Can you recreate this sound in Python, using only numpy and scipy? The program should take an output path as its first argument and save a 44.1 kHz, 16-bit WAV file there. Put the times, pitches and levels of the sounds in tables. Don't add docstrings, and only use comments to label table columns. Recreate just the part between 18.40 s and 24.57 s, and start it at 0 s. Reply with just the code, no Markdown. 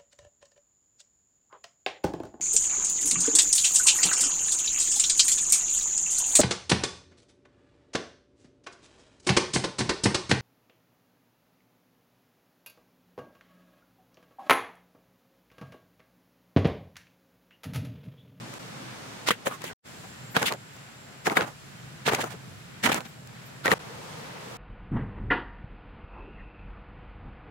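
import sys
import numpy as np
from scipy import signal
from scipy.fft import rfft, irfft, next_fast_len
from scipy.io import wavfile
from scipy.ndimage import uniform_filter1d

SR = 44100
rng = np.random.default_rng(int(sys.argv[2]) if len(sys.argv) > 2 else 0)


def dump(signal):
    limited = np.clip(np.atleast_2d(signal).T, -1, 1)
    pcm = np.round(limited * 32767).astype(np.int16)
    wavfile.write(sys.argv[1], SR, pcm)


N = 272097
SPAN = 4096
BLOWS_END_S = 5.341

# start/s, start of return/s, return time/s, depth/dB
DROPOUTS = [(.184, .185, .014, -16), (1.333, 1.42, .05, -60), (5.383, 5.388, .008, -17)]


def undb(db):
    return 10 ** (np.asarray(db) / 20)


def set_level(sound, db):
    return sound * undb(db) / np.sqrt(np.mean(sound ** 2))


def ring(f, hz, width_hz):
    return 1 / (1 + 1j * (f - hz ** 2 / f) / width_hz)


def waver(rate_hz):
    hold = int(SR / rate_hz)
    steps = np.repeat(rng.standard_normal(N // hold + 1), hold)
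    return 1.3 * uniform_filter1d(uniform_filter1d(steps, hold), hold)[:N]


def hiss(hz, width_hz, order=4):
    size = next_fast_len(N)
    f = np.arange(size // 2 + 1) * SR / size
    band = rfft(rng.standard_normal((2, size))) / (1 + (2 * (f - hz) / width_hz) ** order)
    return set_level(irfft(band, size)[:, :N], 0)


def add_at(track, s, sound):
    start = int(s * SR) - SPAN // 2
    track[:, start:start + sound.shape[1]] += sound


def stream_and_leaves(spectrum, db):
    # f/Hz, likeness (1 = the same)
    ear_likeness = [(60, 0.95), (130, 0.91), (290, 0.26), (640, 0.092), (1410, -0.054), (3100, -0.048),
                    (6820, -0.034), (15000, -0.14)]
    size = next_fast_len(N)
    log_f = np.log(np.arange(1, size // 2 + 2) * SR / size)
    alike_hz, likeness = np.transpose(ear_likeness)
    alike = np.clip(np.interp(log_f, np.log(alike_hz), likeness), -.9, .95)
    hz, gain_db = np.transpose(spectrum)
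    colour = undb(np.interp(log_f, np.log(hz), gain_db))
    mid, side = rfft(rng.standard_normal((2, size))) * np.sqrt([1 + alike, 1 - alike]) * colour
    stereo = np.array([mid + side, mid - side])
    sound, shared_swell = 0, waver(2.324)
    for centre in np.log(30 * 4 ** np.arange(6)):
        band = np.clip(1 - abs(log_f - centre) / np.log(4), 0, 1)
        sound = sound + irfft(stereo * band, size)[:, :N] * undb(.6 * shared_swell + .9 * waver(9))
    return set_level(sound, db)


def forest(t, blows):
    # f/Hz, relative level/dB
    early_tone = [(18, -69), (30, -30.5), (95, -17.5), (112, -3.5), (134, -3.5), (189, -8), (287, -9),
                  (364, -12), (1320, -14.5), (7270, -26.5), (16000, -41)]
    middle_tone = [(18, -63), (30, -35), (95, -13), (131, -2), (170, -7.5), (319, -17), (666, -18.5),
                   (1100, -20.5), (1500, -18), (2500, -22.5), (5900, -29), (10000, -34), (16000, -41.5)]
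    late_tone = [(18, -49), (30, -31), (134, 0.5), (252, -9.5), (394, -12), (461, -4.5), (666, -11),
                 (913, -9), (2010, -14.5), (7470, -25), (16000, -37)]
    # t/s, gain/dB
    rumble_curve = [(0, 2), (.8, -0.5), (1.2, -6), (1.85, 0), (2.5, -6), (3.1, -3), (3.45, 0.5),
                    (4.0, -0.5), (4.75, -2), (5.25, -3)]
    later = t >= DROPOUTS[1][1]
    early = stream_and_leaves(early_tone, db=-42)
    middle = stream_and_leaves(middle_tone, db=-43) + insects() + wisps(t)
    background = np.where(later, middle, early)
    rumble = signal.sosfiltfilt(signal.butter(2, 231, fs=SR, output="sos"), background)
    sink_db = np.where(later, hiss_sink_db(blows * later), hiss_sink_db(blows))
    rumble_db = np.interp(t, *np.transpose(rumble_curve))
    background = (background - rumble) * undb(sink_db) + rumble * undb(rumble_db)
    return np.where(t < BLOWS_END_S, background, stream_and_leaves(late_tone, db=-41.5))


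def bamboo(push, hard_hz, note_hz, hollow_db, splinter_db, thud_db, ring_length):
    # f/Hz, width/Hz, level/dB
    wall_notes = [(330, 190, 8.5), (450, 69, 12), (616, 390, 5), (790, 470, -2.5), (1010, 330, -7),
                  (1110, 410, -7.5), (1370, 170, -3.5), (1520, 180, -4.5), (1900, 920, -1),
                  (2010, 300, -0.5), (3000, 630, -13), (3240, 1500, 2.5), (4200, 1700, -5)]
    f = np.arange(1, SPAN + 2) * SR / (2 * SPAN)
    alike = .9 / (1 + (f / 500) ** 3)
    drive = rfft(push, 2 * SPAN)
    drive[1] = alike * drive[0] + np.sqrt(1 - alike ** 2) * drive[1]
    walls = undb(hollow_db) * ring(f, note_hz, 0.059 * note_hz / ring_length)
    for hz, width_hz, db in wall_notes:
        hz = hz * (1 + 0.04 * rng.standard_normal())
        contact_db = -6.5 * np.log2(hz / hard_hz) ** 2
        ear_phase = np.exp(1j * min((hz / 700) ** 2, np.pi) * rng.uniform(-1.09, 1, (2, 1)))
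        gain = undb(db + contact_db + 1.5 * rng.standard_normal())
        walls = walls + gain * ear_phase * ring(f, hz, width_hz / ring_length)
    walls = walls / (1 + 1j * f / (3.87 * hard_hz)) ** 2
    walls = walls * f / (f - 200j)
    splinters = ring(f, 6300, 5500) * ring(f, 8300, 21000) * (1 + 0.34 * ring(f, 6740, 740))
    thud = ring(f, 222.4, 280) ** 2 * f / (f - 80j)
    colour = 0
    for part, db in ((walls, 0), (splinters, splinter_db), (thud, thud_db)):
        power_gain = np.mean(abs(drive * part) ** 2) / np.mean(abs(drive) ** 2)
        colour = colour + undb(db) * part / np.sqrt(power_gain)
    return irfft(drive * colour)


def cracks():
    # t/s, tick level/dB, note/Hz, splinters/dB
    contacts = [(0.139, -25, 1430, -5.5), (0.8866, -5, 930, -10), (0.9065, -1, 1200, -12),
                (1.0696, -10, 970, -18), (1.219, -25, 990, -5), (1.2413, -18, 410, -8),
                (1.9658, -3, 1440, -13), (2.0287, -7.5, 1500, -7), (2.1233, -14.5, 2510, -12),
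                (2.1373, -26, 2220, -5), (2.3662, -39, 430, 0), (2.8688, -5.5, 1700, -30),
                (2.8984, -12.5, 2240, -22), (2.9185, -14, 700, -23), (2.9703, 0, 1900, -17),
                (3.009, -9.5, 1460, -25), (3.6781, -6, 766, -12), (3.6832, -8, 1510, -19),
                (3.7338, -5, 680, -15), (3.7485, -11.5, 2350, -1), (3.841, -16, 600, -11),
                (4.5181, -8, 806, -16), (4.5295, -11, 2400, -6), (4.5442, -17, 670, 3.5),
                (4.606, -25, 2090, -8), (4.874, -40, 2120, 4), (5.2577, -6, 1520, -10),
                (5.2678, -9, 1900, -26), (5.2795, -5.5, 1790, -20), (5.3166, 0.5, 1900, -21)]
    track = np.zeros((2, N + 2 * SPAN))
    ms = (np.arange(SPAN) - SPAN // 2) / SR * 1000
    for s, db, note_hz, splinter_db in contacts:
        spray = .5 * rng.standard_normal((2, SPAN)) * np.exp(-abs(ms) / 1.44) * (ms > 0)
        tick = np.array([np.roll(ms == 0, lag) for lag in rng.integers(-9, 10, 2)])
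        crack = bamboo((tick + spray) * undb(db), hard_hz=0.81 * note_hz, note_hz=note_hz,
                       hollow_db=10.3, splinter_db=splinter_db, thud_db=-13.5, ring_length=0.42)
        add_at(track, s, crack)
    return track[:, :N]


def rattles():
    # peak t/s, push level/dB, note/Hz, rough half length/ms, splinters/dB
    grinds = [(0.876, -25, 1750, 9.4, -11), (0.889, -20.5, 920, 6.7, -6.5), (0.912, -19, 486, 6.4, -8.5),
              (1.069, -22, 540, 11.1, -8), (1.118, -34.5, 1160, 17, -11.5), (1.141, -40, 1060, 18, -8),
              (1.219, -45, 730, 16, -8), (1.247, -37, 330, 15, -5.5), (1.273, -40, 880, 25, -4),
              (1.302, -40.5, 1470, 19, -14.5), (1.644, -44, 795, 12, -14), (1.954, -29.5, 1370, 8.7, -12),
              (1.968, -16.5, 1297, 7.3, -12), (1.995, -33, 596, 23, -8.5), (2.023, -24.5, 455, 8.7, -9.5),
              (2.041, -28.5, 395, 12, -12), (2.067, -21.5, 1470, 11.4, -6.5),
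              (2.085, -25.5, 1900, 9.7, -10.5), (2.117, -29, 690, 18.5, -16.5), (2.145, -38, 397, 8.9, -19),
              (2.864, -28.5, 990, 13, -7.5), (2.875, -20, 796, 10, -16.5), (2.918, -28, 790, 20, -14.5),
              (2.961, -30, 900, 8.7, -11), (2.972, -15.5, 1440, 8.4, -11), (2.989, -25, 1650, 10.5, -17),
              (3.006, -26, 1700, 12.5, -19), (3.021, -26, 1210, 9.6, -14.5), (3.039, -32, 1540, 10.6, -16),
              (3.074, -39, 755, 22, -12), (3.105, -49, 477, 14, -12), (3.668, -23.5, 2160, 10.6, -9.5),
              (3.688, -20.5, 820, 10.8, -12), (3.721, -24, 1445, 11.4, -14), (3.743, -26.5, 597, 16, -9),
              (3.77, -37, 1520, 10, -11), (3.792, -27.5, 800, 15, -15), (3.814, -28.5, 1600, 11, -6.5),
              (3.842, -29.5, 544, 12.5, -14), (3.867, -38.5, 706, 15, -9), (3.914, -40.5, 720, 19, -7.5),
              (3.94, -43.5, 523, 14, -19), (4.443, -20.5, 780, 10.5, -7), (4.46, -15.5, 960, 7.1, -9.5),
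              (4.473, -22, 1520, 6.7, -12.5), (4.495, -21.5, 514, 11, -13.5),
              (4.522, -23.5, 900, 9.1, -8.5), (4.546, -32, 1620, 19, -10), (4.559, -29.5, 450, 17, -8.5),
              (4.579, -30, 1000, 10.2, -10.5), (4.609, -38.5, 530, 11.6, -11),
              (4.658, -42, 790, 10.6, -8.5), (5.254, -27, 1380, 11.7, -9), (5.264, -24, 1900, 13, -16),
              (5.285, -23, 900, 9.6, -20), (5.3, -29, 1650, 12, -13), (5.312, -24.5, 1330, 7.4, -11),
              (5.325, -17, 1110, 7.3, -12.5), (5.335, -20, 1330, 6.2, -15)]
    # from t/s, hardness/Hz, thud/dB, hollowness/dB
    pieces = [(0, 1400, -13, 5), (1.0, 990, -13.5, 13), (1.2, 1200, -9.5, 9), (1.9, 1150, -9, 5),
              (2.05, 1210, -14, 1.5), (2.8, 1030, -12, 4), (2.95, 1210, -8.5, 5.5), (3.6, 1150, -10, 4),
              (3.76, 1110, -15, 5.5), (4.4, 1190, -6, 2.5), (5.2, 1520, -11, 9), (5.275, 1290, -10.5, 5)]
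    settle_db, settle_ms = -21, 25.7
    track = np.zeros((2, N + 2 * SPAN))
    ms = (np.arange(SPAN) - SPAN // 2) / SR * 1000
    for s, db, note_hz, half_ms, splinter_db in grinds:
        slope_ms = half_ms * np.where(ms < 0, 0.87, 1.08)
        swell = np.exp(-(abs(ms) / slope_ms) ** 1.8)
        settle = undb(settle_db) * (ms > 0) * ms / settle_ms * np.exp(1 - (ms / settle_ms) ** 2)
        shape = swell + settle
        slips = undb(2.5 * np.minimum(rng.exponential(1, SPAN // 16), 3).repeat(16))
        push = rng.standard_normal((2, SPAN)) * slips * shape
        push = push * undb(db) * np.sqrt(np.mean(shape ** 2) / np.mean(push ** 2))
        _, hard_hz, thud_db, hollow_db = [piece for piece in pieces if piece[0] <= s][-1]
        extra_splinter_db = splinter_db + 12
        hard_hz = hard_hz * (note_hz / 1000) ** 0.27 * np.exp(0.0943 * extra_splinter_db)
        hollow_db -= 0.3 * extra_splinter_db
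        thud_db -= 0.14 * (db + 25)
        rattle = bamboo(push, hard_hz, note_hz, hollow_db, splinter_db, thud_db, ring_length=0.83)
        add_at(track, s, rattle)
    return track[:, :N]


def hiss_sink_db(blows):
    deepest_db, halfway_db, recover_s = -4.5, -38, 0.33
    decay = np.exp(-1 / (recover_s * SR))
    recent_power = signal.lfilter([1 - decay], [1, -decay], np.mean(blows ** 2, axis=0))
    return deepest_db * recent_power / (recent_power + undb(halfway_db) ** 2)


def insects():
    return hiss(hz=7400, width_hz=500, order=2) * undb(-59.5 + 1.6 * waver(2.5))


def wisps(t):
    # t/s, level/dB, half length/ms
    puffs = [(1.93, -53, 25), (2.35, -61, 25), (4.69, -55.5, 20), (5.068, -52, 18)]
    loudness = sum(undb(db) * np.exp(-((t - s) * 1000 / half_ms) ** 2) for s, db, half_ms in puffs)
    return hiss(hz=13300, width_hz=4600) * loudness


def scene():
    t = np.arange(N) / SR
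    blows = (rattles() + cracks()) * np.clip((BLOWS_END_S - t) / 0.0012, 0, 1)
    return blows + forest(t, blows)


def record(dry):
    t = np.arange(N) / SR
    gain_db, top_hz = 0, 15900
    for start_s, return_s, fade_s, depth_db in DROPOUTS:
        falling = np.clip((t - start_s) / .002, 0, 1)
        still_down = np.clip(1 - (t - return_s) / fade_s, 0, 1) ** 2
        gain_db = gain_db + depth_db * falling * still_down
    rounded = np.tanh(dry * undb(gain_db))
    return signal.sosfilt(signal.ellip(10, .2, 70, top_hz, fs=SR, output="sos"), rounded)


dry = scene()
out = record(dry)
dump(out)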